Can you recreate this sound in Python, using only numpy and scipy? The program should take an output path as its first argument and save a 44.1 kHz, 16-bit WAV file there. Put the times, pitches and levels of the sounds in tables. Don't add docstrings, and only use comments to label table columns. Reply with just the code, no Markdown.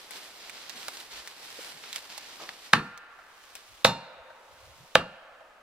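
import sys
import numpy as np
from scipy import signal
from scipy.fft import rfft, irfft, next_fast_len
from scipy.io import wavfile
from scipy.ndimage import uniform_filter1d, map_coordinates

SR = 44100
rng = np.random.default_rng(int(sys.argv[2]) if len(sys.argv) > 2 else 0)


def unload_audio(sound):
    columns = np.transpose(np.atleast_2d(sound))
    steps = np.round(np.clip(columns, -1, 1) * 32767)
    wavfile.write(sys.argv[1], SR, steps.astype(np.int16))


N = 247842
T = np.arange(N) / SR
LN_1000 = np.log(1000)


# f/Hz, level/dB
CRACK_SPECTRUM = [(25, 5.5), (80, 3), (160, 22), (320, 9), (900, 21.5), (3000, 16), (4600, 12), (6500, 1.5),
                  (10000, -1), (16000, -17)]
# f/Hz, bandwidth/Hz, relative level/dB at blows 1, 2, 3
WEDGE_MODES = [(519, 47, 9.5, 35.5, 33.9), (658, 89.4, 24, 31.8, 31.6), (847, 63, 18, 24.4, 24.3),
               (1150, 34, 35.5, 28.4, 30.2), (1268, 76, 31.5, 22, 28), (1586, 178, 33.5, 29, 30.6),
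               (1768, 88, 32.5, 24, 29), (1982, 170, 29.5, 26.1, 23), (2580, 575, 22, 19.1, 20.3),
               (3230, 120, 9, 5, 26.1), (3640, 460, 16, 23.9, 18.4)]

def wedge(blow, crack_db, seating):
    t = T[:4096]
    response = amp(crack_db) * impulse(CRACK_SPECTRUM)
    for k, (hz, width, *db) in enumerate(WEDGE_MODES):
        gain = (-1) ** k * amp(db[blow]) * 2 * np.pi * width / SR
        response += gain * np.exp(-np.pi * width * t) * np.cos(2 * np.pi * hz * t)
    return signal.fftconvolve(response, contact_force(seating, slide=0.0046, slide_db=-16.5))


def contact_force(seating, slide, slide_db, size=1024):
    t = (np.arange(size) - size // 2) / SR
    swell = np.exp(-np.abs(t) / seating) + amp(slide_db) * (t > -slide) * (t < 0)
    burst = rng.standard_normal(size)
    for _ in range(12):
        loudness = np.sqrt(np.abs(uniform_filter1d(burst ** 2, size=40))) + 1e-6
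        phase = np.angle(rfft(burst * swell / loudness))
        burst = irfft(np.exp(1j * phase))
    return burst * np.clip((t + slide) / .0006, 0, 1)


# f/Hz, t60/s, relative level/dB at blows 1, 2, 3
HEAD_MODES = [(490, .55, -42, -54, -54), (917, .6, -52, -29, -50), (1396, 1.3, -39, -56, -47),
              (1800, .24, -28, -44, -43), (2404, .7, -53, -49, -55), (2805, .33, -48, -33, -34),
              (3635, .28, -40, -26, -47), (3852, .16, -38, -30, -48), (4090, .16, -35, -30, -48),
              (4232, .42, -51, -34, -50), (4344, .28, -39, -51, -57), (4568, .22, -43, -41, -41),
              (5078, .28, -62, -38, -52), (5658, .24, -60, -42, -58), (6134, .14, -57, -39, -54),
              (6505, .14, -46, -67, -68), (7115, .28, -60, -44, -62)]

def steel_ring(blow):
    t = T[:SR]
    ring = sum(amp(db[blow]) * np.exp(-LN_1000 * t / t60) * np.sin(2 * np.pi * (hz * t + rng.random()))
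               for hz, t60, *db in HEAD_MODES)
    return ring * (1 - np.exp(-t / 0.00033))


def clank(db, t60, count=28):
    t = T[:SR // 3]
    height, weakness, phase = rng.random((count, 3)).T[:, :, None]
    hz = 4800 * 3 ** height
    modes = amp(db - 10 * height - 10 * weakness) * np.sin(2 * np.pi * (hz * t + phase))
    return modes.sum(axis=0) * np.exp(-LN_1000 * t / t60)


# f/Hz, level/dB
TRUNK_SPECTRUM = [(25, -20), (80, -15.5), (115, -6), (190, 0), (250, -5.5), (350, -12.5), (480, -14.5),
                  (1000, -64.5)]
TRUNK_MODES = [120, 143, 172, 200]

def trunk(hold, t60):
    t = T[:SR // 2]
    shake = coloured(rng.standard_normal(len(t)), TRUNK_SPECTRUM)
    shake /= np.sqrt(np.abs(uniform_filter1d(shake ** 2, size=1300)))
    shake *= np.exp(-LN_1000 * np.maximum(t - hold, 0) / t60)
    modes = sum(np.sin(2 * np.pi * (hz * t + rng.random())) for hz in TRUNK_MODES)
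    hum = amp(-7) * modes * np.exp(-LN_1000 * t / .36)
    return (shake + hum) * (1 - np.exp(-t / 0.0031))


# f/Hz, level/dB
NEAR_SPECTRUM = [(60, -26), (300, -27), (520, -9.5), (900, 0), (1600, -4.5), (3500, -1), (8000, -4.5),
                 (16000, -11.5)]
FOREST_SPECTRUM = [(60, -8.5), (380, -12), (480, -7), (620, -1.5), (1000, -2), (1600, -3), (2600, -4),
                   (4000, -6.5), (8000, -1), (16000, -24.5)]
SLOPE_SPECTRUM = [(100, -16), (400, -49), (650, 5.5), (1000, -18), (1400, -2.5), (2500, -21), (6000, -18),
                  (16000, -24)]
# f/Hz, t60/s
NEAR_DECAY = [(150, 0.18), (600, 0.37), (1500, 0.23), (4000, 0.12), (12000, 0.15)]
FOREST_DECAY = [(150, 1.1), (600, 3.7), (1500, 3.4), (3500, 1.6), (6000, 0.61), (12000, .6)]
# t/s, relative level/dB of knock, crack, trunk, near scatter, forest; seating/s, clank/dB
AXE_BLOWS = [(2.7349, -0.5, 2, 1, -6.5, -19, 0.0013, -43),
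             (3.8488, -1.5, 2, 1.5, -2.5, -16, 0.00089, -33.5),
             (4.9545, 0, -2.5, -3.5, -7, -19.5, 0.00081, -48)]

def axe():
    out = np.zeros((2, N))
    for blow, (s, db, crack_db, trunk_db, near_db, forest_db, seating, clank_db) in enumerate(AXE_BLOWS):
        knock = amp(db) * wedge(blow, crack_db, seating)
        onset = s - 512 / SR
        ring = amp(1) * steel_ring(blow)
        forest = amp(forest_db) * scatter(FOREST_DECAY, FOREST_SPECTRUM, build=0.029, size=2 * SR)
        add(out, onset, knock)
        add(out, s, ring)
        add(out, s, amp(1) * convolved(ring, forest))
        add(out, s, np.array([clank(clank_db, t60=.17) for side in range(2)]))
        add(out, s, amp(trunk_db - 33.5) * trunk(hold=0.039, t60=0.31))
        glances = np.diff(rng.standard_normal((2, 512)), axis=1) * np.exp(-T[1:512] / .002)
        glances /= np.linalg.norm(glances[0])
        near = scatter(NEAR_DECAY, NEAR_SPECTRUM, build=0.00067, size=SR // 2)
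        slap = scatter([(500, 0.073), (4000, 0.027)], NEAR_SPECTRUM, build=0.0024, size=SR // 4)
        echo = scatter([(500, .05), (4000, .04)], SLOPE_SPECTRUM, build=.002, size=SR // 4)
        paths = [(glances, 0, -3.5), (near, 0, near_db), (forest, 0, 0),
                 (slap, .052, -24), (echo, .451, -26.5)]
        for response, delay, path_db in paths:
            add(out, onset + delay, amp(path_db) * convolved(knock, response))
    return out


# f/Hz, level/dB
LEAF_SPECTRUM = [(59, -55), (100, -15.5), (398, -4), (502, -4), (691, -2.5), (1010, -1.5), (1280, -3),
                 (1520, -1), (3940, 0.5), (4980, -0.5), (6420, -6.5), (15000, -17), (16000, -38)]
# t/s, duration/s, relative level/dB, crunch offset/dB, fizz offset/dB
BOOT_STEPS = [(0.104, 0.067, -46, -6, -9), (.2, 0.043, -50.5, -7, -8.5), (.39, 0.49, -52, -8.5, -17),
              (.75, .265, -50.5, -7, -7.5), (1.103, 0.073, -45, -10, -12.5), (1.415, 0.24, -51, -10, -9),
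              (1.6, 0.12, -48, -7, -8), (1.825, 0.072, -52, -9, -17), (1.935, 0.044, -45, -12, -9),
              (2.085, 0.25, -51, -10.5, -16), (2.393, 0.043, -47.5, 1.5, -17),
              (2.48, 0.026, -53.5, 2.5, -12), (2.615, 0.05, -51.5, -9, -10.5),
              (3.552, 0.013, -51.5, -13.5, -9.5)]
# relative level/dB, crunch offset/dB, fizz offset/dB
SHUFFLE_LEVELS = (-52, -6, -9.5)
STEP_ATTACK_S, STEP_SETTLE_S = 0.011, 0.034
HALT_S, HALT_FADE_S = 2.453, 0.52

def footsteps(breaks_per_s=70):
    breaks = rng.random(N) < breaks_per_s / SR
    crackle = coloured(spread(rng.standard_normal((2, N)) * breaks), LEAF_SPECTRUM)
    leaves = unit(rustle(LEAF_SPECTRUM, grain_db=1.0, grain_rate=600)) + amp(-11.5) * unit(crackle)
    band = lambda lo_hz, hi_hz: unit(filtered(leaves, lambda hz: (hz >= lo_hz) & (hz < hi_hz)))
    walking = np.clip(1 - (T - HALT_S) / HALT_FADE_S, 0, 1)
    pushes = [(walking, *SHUFFLE_LEVELS)]
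    for s, duration, *levels in BOOT_STEPS:
        attack = np.clip((T - s) / STEP_ATTACK_S, 0, 1)
        settle = np.exp(-np.maximum(T - s - duration, 0) / STEP_SETTLE_S)
        pushes.append((attack * settle, *levels))
    power = sum((amp([[db + crunch_db], [db], [db + fizz_db]]) * envelope) ** 2
                for envelope, db, crunch_db, fizz_db in pushes)
    patchy_litter = amp(wobble(rate=35))
    crunch, swish, fizz = np.sqrt(power) * patchy_litter
    return (amp(-0.34) * crunch * band(60, 1300) + amp(2.0) * swish * band(1300, 7480)
            + amp(3.5) * fizz * band(7400, 16500))


# t/s, relative level/dB of peak, body, treble; ring f/Hz, left-right/dB
TWIG_SNAPS = [(.1085, -34, -4, 2, 2440, 14), (.4965, -30, -16, -4, 2400, -8),
              (0.6955, -28.5, -18, -15, 4450, -13.5), (.883, -18.5, -1.5, -3, 1920, 0.5),
              (.9705, -32, -17, -9, 4040, 0), (1.002, -32, -27, -3, 3650, -5),
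              (1.2745, -26.5, -26, -4, 2070, 0), (1.8388, -34, -13, -44, 1000, -1.5),
              (1.9292, -23, -39, -9, 3960, -3), (1.9599, -18.5, -31, -7.5, 2270, -1),
              (2.1787, -26.5, -5, -3.5, 4180, -5.5), (2.491, -23, -12, -23, 1600, 2.5),
              (2.9764, -36.5, -22, -3.5, 4160, -7), (3.553, -29, -7, -1.5, 2930, 6)]
SPLIT_S, SPLIT_DB = .0045, -7

def snaps():
    out, t = np.zeros((2, N)), T[:4096]
    crack = lambda start: (t >= start) * np.exp(-np.abs(t - start) / .0016)
    for s, db, body_db, treble_db, ring_hz, pan_db in TWIG_SNAPS:
        click = impulse([(200, body_db - 17), (700, body_db + 12), (2000, 0.0054), (4500, 0),
                         (8000, treble_db + 4), (15000, treble_db - 6.5)])
        ring = 0.14 * np.exp(-t / 0.00049) * np.cos(2 * np.pi * ring_hz * t)
        fracture = rng.standard_normal(len(t)) * (crack(0) + amp(SPLIT_DB) * crack(SPLIT_S))
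        stir = amp(-11) * spread(rng.standard_normal((2, len(t)))) * np.exp(-t / .006)
        snap = convolved(click + ring, fracture + stir)
        gains = amp(db + 2 + np.array([[pan_db], [-pan_db]]) / 2)
        add(out, s, gains * snap / np.abs(snap).max())
    return out


# centre t/s, level/dB, f/Hz, half-width/s
GROUND_THUDS = [(0.763, -57, 245, 0.019), (1.174, -64, 45, .05), (1.591, -40, 417, 0.0049),
                (1.76, -62, 158, .02), (3.733, -61, 73, 0.035), (3.868, -49, 35, 0.0081),
                (4.201, -65, 62, 0.042), (4.532, -62, 82, 0.027), (4.69, -59.5, 79, 0.089),
                (4.817, -57.5, 122, 0.033)]

def thuds():
    out = np.zeros((2, N))
    t = T[:SR // 2] - .25
    for s, db, centre_hz, half_width in GROUND_THUDS:
        noise = spread(rng.standard_normal((2, len(t))))
        bump = unit(filtered(noise, lambda hz: np.exp(-(np.log((hz + 1) / centre_hz) / .5) ** 2)))
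        add(out, s - .25, amp(db) * bump * np.exp(-(t / half_width) ** 2))
    return out


# f/Hz, level/dB
CLOTH_SPECTRUM = [(1180, -36), (2000, -3.5), (2180, -5.5), (3010, -3.5), (5070, -7.5), (15100, -19.5),
                  (16000, -28)]
# t/s, relative level/dB at full speed
BACKSWINGS = [(3.1, -59.5), (4.25, -62)]
SWING_S, SWING_RISE_S, SWING_RISE_DB = .75, 0.36, 14

def jacket():
    cloth = rustle(CLOTH_SPECTRUM, grain_db=1.5, grain_rate=460)
    cloth = unit(filtered(cloth, lambda hz: hz / (hz + 500)))
    level = np.zeros(N)
    for s, db in BACKSWINGS:
        slowness = np.clip(1 - (T - s) / SWING_RISE_S, 0, 1)
        level += amp(db - SWING_RISE_DB * slowness) * (T > s) * (T < s + SWING_S)
    return amp(3.5) * cloth * uniform_filter1d(level, size=2000)


# f/Hz, level/dB
AIR_SPECTRUM = [(25, -0.5), (60, -3), (150, -12), (350, -3.5), (550, 1.5), (1200, 2), (2500, -6.5),
                (5000, -15), (10000, -23.5), (16000, -27.5)]

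def forest_air():
    return amp(-59) * unit(coloured(spread(rng.standard_normal((2, N))), AIR_SPECTRUM))


def scatter(decay, spectrum, build, size):
    hz, t, bins = signal.stft(rng.standard_normal((2, size)), SR, nperseg=256)
    t60 = along(decay, hz)[:, None]
    equal_energy = np.sqrt(2 * LN_1000 / (t60 * SR))
    tail = signal.istft(bins * amp(-60 * t / t60) * equal_energy, SR, nperseg=256)[1]
    rise = 1 - np.exp(-(T[:tail.shape[1]] / build) ** 2)
    return coloured(spread(tail), spectrum) * rise


def rustle(spectrum, grain_db, grain_rate):
    knots = rng.standard_normal(N)
    sizes = amp(grain_db * np.interp(T * grain_rate, np.arange(N), knots))
    return coloured(spread(rng.standard_normal((2, N)) * sizes), spectrum)


# f/Hz, correlation
COHERENCE = [(30, 0.13), (70, .7), (250, 0.87), (650, 0.89), (1400, 0.64), (3100, 0.17), (7000, 0.48),
             (15000, 0.055)]

def spread(pair):
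    turn = lambda hz: np.arccos(np.clip(along(COHERENCE, hz), -1, 1)) / 2
    mid, side = filtered(pair, lambda hz: np.array([np.cos(turn(hz)), np.sin(turn(hz))]))
    return np.array([mid + side, mid - side])


def impulse(points, size=4096):
    cepstrum = irfft(np.log(amp(along(points, np.fft.rfftfreq(size, 1 / SR)))))
    cepstrum[1:size // 2] *= 2
    cepstrum[size // 2 + 1:] = 0
    return irfft(np.exp(rfft(cepstrum)))


def filtered(x, response):
    n = x.shape[-1]
    padded = next_fast_len(n + 8192)
    return irfft(rfft(x, padded) * response(np.fft.rfftfreq(padded, 1 / SR)), padded)[..., :n]


def coloured(x, points):
    return filtered(x, lambda hz: amp(along(points, hz)))


def convolved(mono, pair):
    return signal.fftconvolve(mono[None], pair, axes=1)


def along(points, hz):
    f, values = np.transpose(points)
    return np.interp(np.log(hz + 1), np.log(f), values)


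def wobble(rate):
    return map_coordinates(rng.standard_normal(4096), [T * rate], mode="wrap")


def amp(db):
    return 10 ** (np.asarray(db) / 20)


def unit(x):
    return x / np.sqrt(np.mean(x ** 2) + 1e-20)


def add(track, s, x):
    start = max(round(s * SR), 0)
    track[..., start:start + x.shape[-1]] += x[..., :N - start]


def scene():
    work = axe() + footsteps() + jacket() + snaps() + thuds()
    shade = [(700, 0), (1400, .3), (2500, 0.89), (15000, 0.53)]  # f/Hz, right boost and left cut/dB
    sides, lag_s = np.array([[-1], [1]]), 4.8e-5
    from_right = lambda hz: amp(sides * along(shade, hz)) * np.exp(1j * np.pi * sides * hz * lag_s)
    return filtered(work, from_right) + forest_air()


def record(dry, ceiling=.95, top_hz=15800):
    rounded = dry / (1 + np.abs(dry / ceiling) ** 6) ** (1 / 6)
    return filtered(rounded, lambda hz: 1 / np.sqrt(1 + (hz / top_hz) ** 160))


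dry = scene()
out = record(dry)
unload_audio(out)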